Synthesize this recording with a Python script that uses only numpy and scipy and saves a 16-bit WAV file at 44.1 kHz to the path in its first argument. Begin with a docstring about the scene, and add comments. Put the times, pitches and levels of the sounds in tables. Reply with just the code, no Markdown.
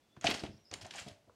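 """A small quiet room, in which a book is shifted in the hands close by.
Bumps excite the damped modes of the cover, each over a dull thud, and its edges catch and snap free.
Paper and fingers slide over it in short strokes, grainy with the many tiny slips of friction.
Faint thin squeaks fill the pauses, above a low hush. The walls add a short dull reverberation."""
import sys
import numpy as np
from scipy import signal
from scipy.fft import rfft, irfft, next_fast_len
from scipy.io import wavfile
from scipy.ndimage import map_coordinates

SR = 44100
rng = np.random.default_rng(int(sys.argv[2]) if len(sys.argv) > 2 else 0)


def put_to_file(sound):
    """Save the sound as 16-bit audio at rate SR, in the file named by the first command-line argument."""
    columns = np.atleast_2d(sound).T  # one column per channel
    safe = np.clip(columns, -1, 1)
    whole_steps = np.round(safe * 32767)
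    wavfile.write(sys.argv[1], SR, whole_steps.astype(np.int16))


N = 59535

# spectrum of the room's hush (frequency [Hz], relative density [dB])
HUSH_SPECTRUM = [(25, -9), (60, 1), (260, 0), (700, -5.5), (1200, -12), (3400, -14), (6000, -17.5),
                 (15500, -30)]
# reverberation time of the room (frequency [Hz], t60 [s])
REVERB_T60 = [(100, 0.31), (450, 0.37), (650, 0.34), (900, 0.2), (4000, 0.24), (12000, 0.27)]
# initial spectrum of the reverberation (frequency [Hz], relative level [dB])
REVERB_SPECTRUM = [(80, -1.5), (300, -1.5), (480, 1), (650, 1.5), (1000, -0.5), (4000, -2.5), (12000, 0.5)]
# fingertip squeaks (start [s], length [s], level [dB], centre [Hz], spread [octaves])
FINGER_SQUEAKS = [(0.013, 0.053, -83, 3440, 0.015), (0.088, 0.088, -79, 3460, 0.017),
                  (0.497, 0.086, -73.5, 5070, 0.17), (0.566, 0.083, -78, 5660, .03),
                  (0.644, 0.068, -67.5, 5120, .085)]
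# sliding strokes (start [s], attack [s], hold [s], release t60 [s], level [dB], tilt [dB/octave])
SLIDING_STROKES = [(0.211, 0.017, 0.031, 0.83, -52.5, -1.5), (0.24, 0.016, 0.058, 0.1367, -37, -1),
                   (0.333, 0.0071, 0.0036, 0.3532, -42.5, 0), (0.379, 0.0033, 0.0036, 0.29, -55.5, -2.5),
                   (0.43, 0.0084, 0.03, 0.08, -50, -3), (0.708, 0.0054, .012, 1.2, -54.5, -3.5),
                   (0.724, 0.013, 0.0074, 0.02, -47, 0), (0.766, 0.0089, 0.015, .1, -69, -5.5),
                   (0.808, 0.0063, 0.012, 0.06, -52, 2.5), (0.841, 0.0087, 0.01, 0.22, -53, -1.5),
                   (0.904, 0.01, 0.028, 0.01, -54.5, 1), (.938, 0.0032, 0.031, 0.18, -50, 0),
                   (.974, 0.014, 0.0075, 0.24, -45, 1), (1.011, 0.011, .004, 0.47, -60.5, -4),
                   (1.06, 0.0092, 0.0027, 0.2756, -53.5, 0)]
# spectrum of sliding friction (frequency [Hz], relative density [dB])
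FRICTION_SPECTRUM = [(60, -8), (200, -1), (480, -4), (720, 2), (1100, -3.5), (2000, 0), (3100, -4.5),
                     (4300, -2.5), (6500, -8), (8500, -13), (11000, -22.5), (15500, -40.5)]
# narrow treble resonances of the cover (frequency [Hz], width [Hz], boost [dB])
COVER_RESONANCES = [(2265, 90, -0.5), (2730, 110, 6.5), (2930, 120, 4), (3200, 80, 9.5), (3335, 60, 5.5),
                    (3590, 35, 0.5), (3820, 20, 1)]
# snaps of paper and cover edges (time [s], level [dB], centre [Hz], spread [octaves], t60 [s])
EDGE_SNAPS = [(0.1647, -57.5, 1440, 1.46, 0.078), (0.2117, -42, 6740, 0.22, 0.011),
              (0.2118, -46.5, 2420, 1.6, 0.018), (0.2423, -36.5, 5530, 0.62, 0.041),
              (0.2424, -28.5, 1730, 0.82, 0.014), (.2679, -20, 3260, 0.69, 0.031),
              (0.2709, -25.5, 2980, 0.62, .03), (.3052, -39, 12500, .4, .009),
              (0.3115, -25.5, 2910, 0.79, 0.026), (.342, -39, 3930, 0.95, 0.044),
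              (.394, -42, 4940, 0.24, 0.042), (0.4365, -38.5, 3060, 1.55, 0.019),
              (.463, -41, 2700, 0.62, 0.019), (0.7135, -39.5, 5000, 0.45, 0.013),
              (0.7133, -46.5, 2000, 1.5, 0.024), (.7386, -27.5, 4200, 1.32, .011),
              (0.8118, -47.5, 4850, 0.27, .04), (.865, -48, 7050, 0.65, 0.018), (0.9083, -37, 3000, 1, .02),
              (0.938, -39.5, 2980, 1.16, 0.013), (.957, -48, 7340, 0.27, 0.086),
              (.982, -44.5, 1880, 0.82, 0.076), (0.999, -44, 7340, 0.17, .035),
              (1.084, -44.5, 4500, 1.3, 0.027), (1.2962, -53, 1147, 0.28, 0.017),
              (1.2965, -54.5, 428, .5, 0.028)]
# colour common to all snaps (frequency [Hz], relative level [dB])
SNAP_SPECTRUM = [(100, -9), (1000, 5), (7000, 0), (10000, -4.5), (15000, -20.5)]
# modes of the cover (frequency [Hz], relative level [dB], free t60 [s])
COVER_MODES = [(70, -6.5, .09), (97.5, 2, 0.16), (136.6, -4, .09), (211.6, 0.5, 0.081), (285, -1, 0.12),
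               (331, -2, 0.067), (427, 1, .09), (586.4, -4, 0.09), (646.8, -2, .13), (702.4, 3.5, 0.084),
               (814, -3, 0.084), (885, -12, 0.03)]
# bumps on the cover (time [s], level [dB], centre [Hz], spread [octaves], damping [ratio, 1 = free])
COVER_BUMPS = [(.166, -53, 605, 0.8, 1.5), (0.173, -45.5, 149, 0.31, 1.5), (0.177, -52, 335, 0.2, 1.1),
               (.2430, -21, 697, 0.34, 1.13), (.245, -30.5, 193, 0.93, 1.56), (.260, -28, 660, 0.19, 1.2),
               (0.2856, -28.5, 304, 1, 1.3), (.311, -36, 400, 1.46, 0.86), (.318, -45.5, 75, 0.53, 0.93),
               (.345, -40, 296, 1.3, 1), (.416, -42.5, 292, 0.92, 1.14), (.4356, -30, 228, 0.95, 1.8),
               (.4365, -37, 726, 0.36, 1.7), (0.451, -42.5, 390, 1.2, 1.8), (.486, -40, 140.3, 0.69, 0.9),
               (.496, -46, 202, 0.75, 1.5), (.532, -47, 150, .6, .7), (0.713, -48, 110, 1.26, 1.3),
               (.727, -41, 430, 0.69, 1.8), (.752, -57, 95, .4, 1.1), (0.815, -47, 104, 1, 1.8),
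               (.830, -47, 103, .22, 1.2), (.858, -45, 740, 0.28, 1.37), (.950, -43, 798, 0.19, 1.2),
               (1.014, -49.5, 120, 0.9, 1.4), (1.0631, -42.5, 280, 1.06, 0.83),
               (1.066, -54, 620, .13, 0.21), (1.069, -43, 160.3, 0.47, 1.26), (1.11, -50, 100, 1, 0.93),
               (1.275, -55.5, 130, 1.8, 1.1), (1.277, -64, 630, .15, 0.79)]


def amp(db):
    """Amplitude ratio of a level in decibels."""
    return 10 ** (np.asarray(db) / 20)


def unit(x):
    """The signal normalised to rms 1."""
    return x / np.sqrt(np.mean(x ** 2) + 1e-20)


def along(points, hz):
    """Interpolation of (frequency [Hz], value) points on a logarithmic frequency axis."""
    f, v = np.transpose(points)
    return np.interp(np.log(hz + 1), np.log(f + 1), v)


def hump(hz, centre, octaves):
    """A resonance-like peak, symmetric in log frequency."""
    return (1 + (np.log2((hz + 1) / centre) / octaves / 2) ** 2) ** -4


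def filtered(x, response):
    """Linear filtering: the spectrum is multiplied by a frequency response."""
    size = next_fast_len(len(x) + 2048, True)
    return irfft(rfft(x, size) * response(np.fft.rfftfreq(size, 1 / SR)), size)[:len(x)]


def noise(response, size):
    """White noise coloured by a frequency response, at rms 1."""
    return unit(filtered(rng.standard_normal(size), response))


def fade(t, t60):
    """Exponential decay by 60 dB in t60 seconds, starting at t = 0."""
    return np.exp(-np.log(1000) * np.maximum(t, 0) / t60)


def burst(response, attack, t60):
    """A transient of coloured noise that rises quickly and decays exponentially."""
    t = np.arange(SR // 10) / SR
    envelope = (1 - np.exp(-t / attack)) * fade(t, t60)
    return unit(envelope * noise(response, len(t))) * np.sqrt(np.mean(envelope ** 2))


def contact_time():
    """Time axis of one contact, in seconds."""
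    return np.arange(int(.4 * SR)) / SR


def add(out, start, x):
    """Superposition: x is added to out from start seconds on."""
    part = out[max(round(start * SR), 0):][:len(x)]
    part += x[:len(part)]


def hush():
    """Stationary background noise, strongest in the bass."""
    return amp(-72.5) * noise(lambda f: amp(along(HUSH_SPECTRUM, f)), N)


def reverberation(x, wall_delay_s=.004):
    """Diffuse reflections from the walls decay exponentially, each frequency at its own rate."""
    hz, t, spectrum = signal.stft(rng.standard_normal(SR // 2), SR, nperseg=256)
    decay_db = 60 * t / along(REVERB_T60, hz)[:, None]
    gain = amp(along(REVERB_SPECTRUM, hz)[:, None] - decay_db)
    tail = signal.istft(spectrum * gain, SR, nperseg=256)[1]
    impulse_response = np.pad(tail / np.linalg.norm(tail), (int(wall_delay_s * SR), 0))
    return signal.fftconvolve(x, impulse_response)[:N]


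def squeaks(ramp_s=.007):
    """Narrow-band noise has a thin pitch, like a fingertip creeping on the smooth cover."""
    out, t = np.zeros(N), contact_time()
    for start, length, level, centre, spread in FINGER_SQUEAKS:
        envelope = np.clip(np.minimum(t, length - t) / ramp_s, 0, 1)
        add(out, start, amp(level) * envelope * noise(lambda f: hump(f, centre, spread), len(t)))
    return out


def cover_boost_db(hz):
    """Treble resonance of the cover: each mode adds a narrow Lorentzian curve to the response in dB."""
    return sum(db / (1 + (2 * (hz - centre) / width) ** 2) for centre, width, db in COVER_RESONANCES)


def sliding(slips_per_s=2500, slip_spread_db=2.5, hiss_db=-1, judder_db=1.5, judder_per_s=140):
    """Stick-slip friction: dense tiny impulses and hiss judder, coloured by the cover and its treble
    resonances."""
    out, t = np.zeros(N), contact_time()
    n = len(t)
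    for start, attack, hold, release, level, tilt in SLIDING_STROKES:
        slips = (rng.random(n) < slips_per_s / SR) * rng.choice([-1, 1], n)
        strength = amp(slip_spread_db * np.minimum(rng.exponential(size=n), 4))
        grit = unit(slips * strength) + amp(hiss_db) * rng.standard_normal(n)
        judder = map_coordinates(rng.standard_normal(512), [t * judder_per_s])  # smooth random curve
        colour = lambda f: amp(along(FRICTION_SPECTRUM, f) + cover_boost_db(f) + tilt * np.log2(f + 1))
        friction = filtered(grit * amp(judder_db * judder), colour)
        envelope = np.minimum(t / attack, 1) * fade(t - attack - hold, release)
        add(out, start, amp(level) * envelope * unit(friction))
    return out + amp(-12) * reverberation(out)


def snaps(attack_s=.0004):
    """Sudden release: an edge catches and lets go, radiating a sharp, heavily damped transient."""
    out = np.zeros(N)
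    for start, level, centre, spread, t60 in EDGE_SNAPS:
        colour = lambda f: hump(f, centre, spread) * amp(along(SNAP_SPECTRUM, f))
        add(out, start, amp(level) * burst(colour, attack_s, t60))
    return out + amp(-8) * reverberation(out)


def bumps(attack_s=.0007, thud_db=-7.5, thud_t60_s=.04):
    """Impact excites the cover's modes in a band, over a dead thud; the grip sets their damping."""
    out, t = np.zeros(N), contact_time()
    hz, mode_db, free_t60 = np.transpose(COVER_MODES)[:, :, None]
    modes = np.sin(2 * np.pi * hz * t) * (1 - np.exp(-t / attack_s))
    for start, level, centre, spread, damping in COVER_BUMPS:
        excitation = lambda f: hump(f, centre, spread)
        weights = amp(mode_db + rng.normal(0, 1, hz.shape)) * excitation(hz)
        weights *= rng.choice([-1, 1], hz.shape) / np.linalg.norm(weights)
        ring = np.sum(weights * modes * fade(t, free_t60 / damping), axis=0)
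        add(out, start, amp(level) * ring)
        add(out, start, amp(level + thud_db) * burst(excitation, attack_s, thud_t60_s))
    return out + amp(-9) * reverberation(out)


def scene():
    """Sound pressures add: the handled book over the room's hush, in one channel."""
    return (hush() + bumps() + snaps() + sliding() + squeaks())[None]


def record(dry):
    """Band limiting: a high-pass filter sheds the deepest bass, and a sharp cut ends the treble."""
    low_cut_hz, top_hz = 57, 15800
    highpass = signal.butter(3, low_cut_hz, 'highpass', fs=SR, output='sos')
    return filtered(signal.sosfilt(highpass, dry[0]), lambda hz: hz < top_hz)[None]


dry = scene()
out = record(dry)
put_to_file(out)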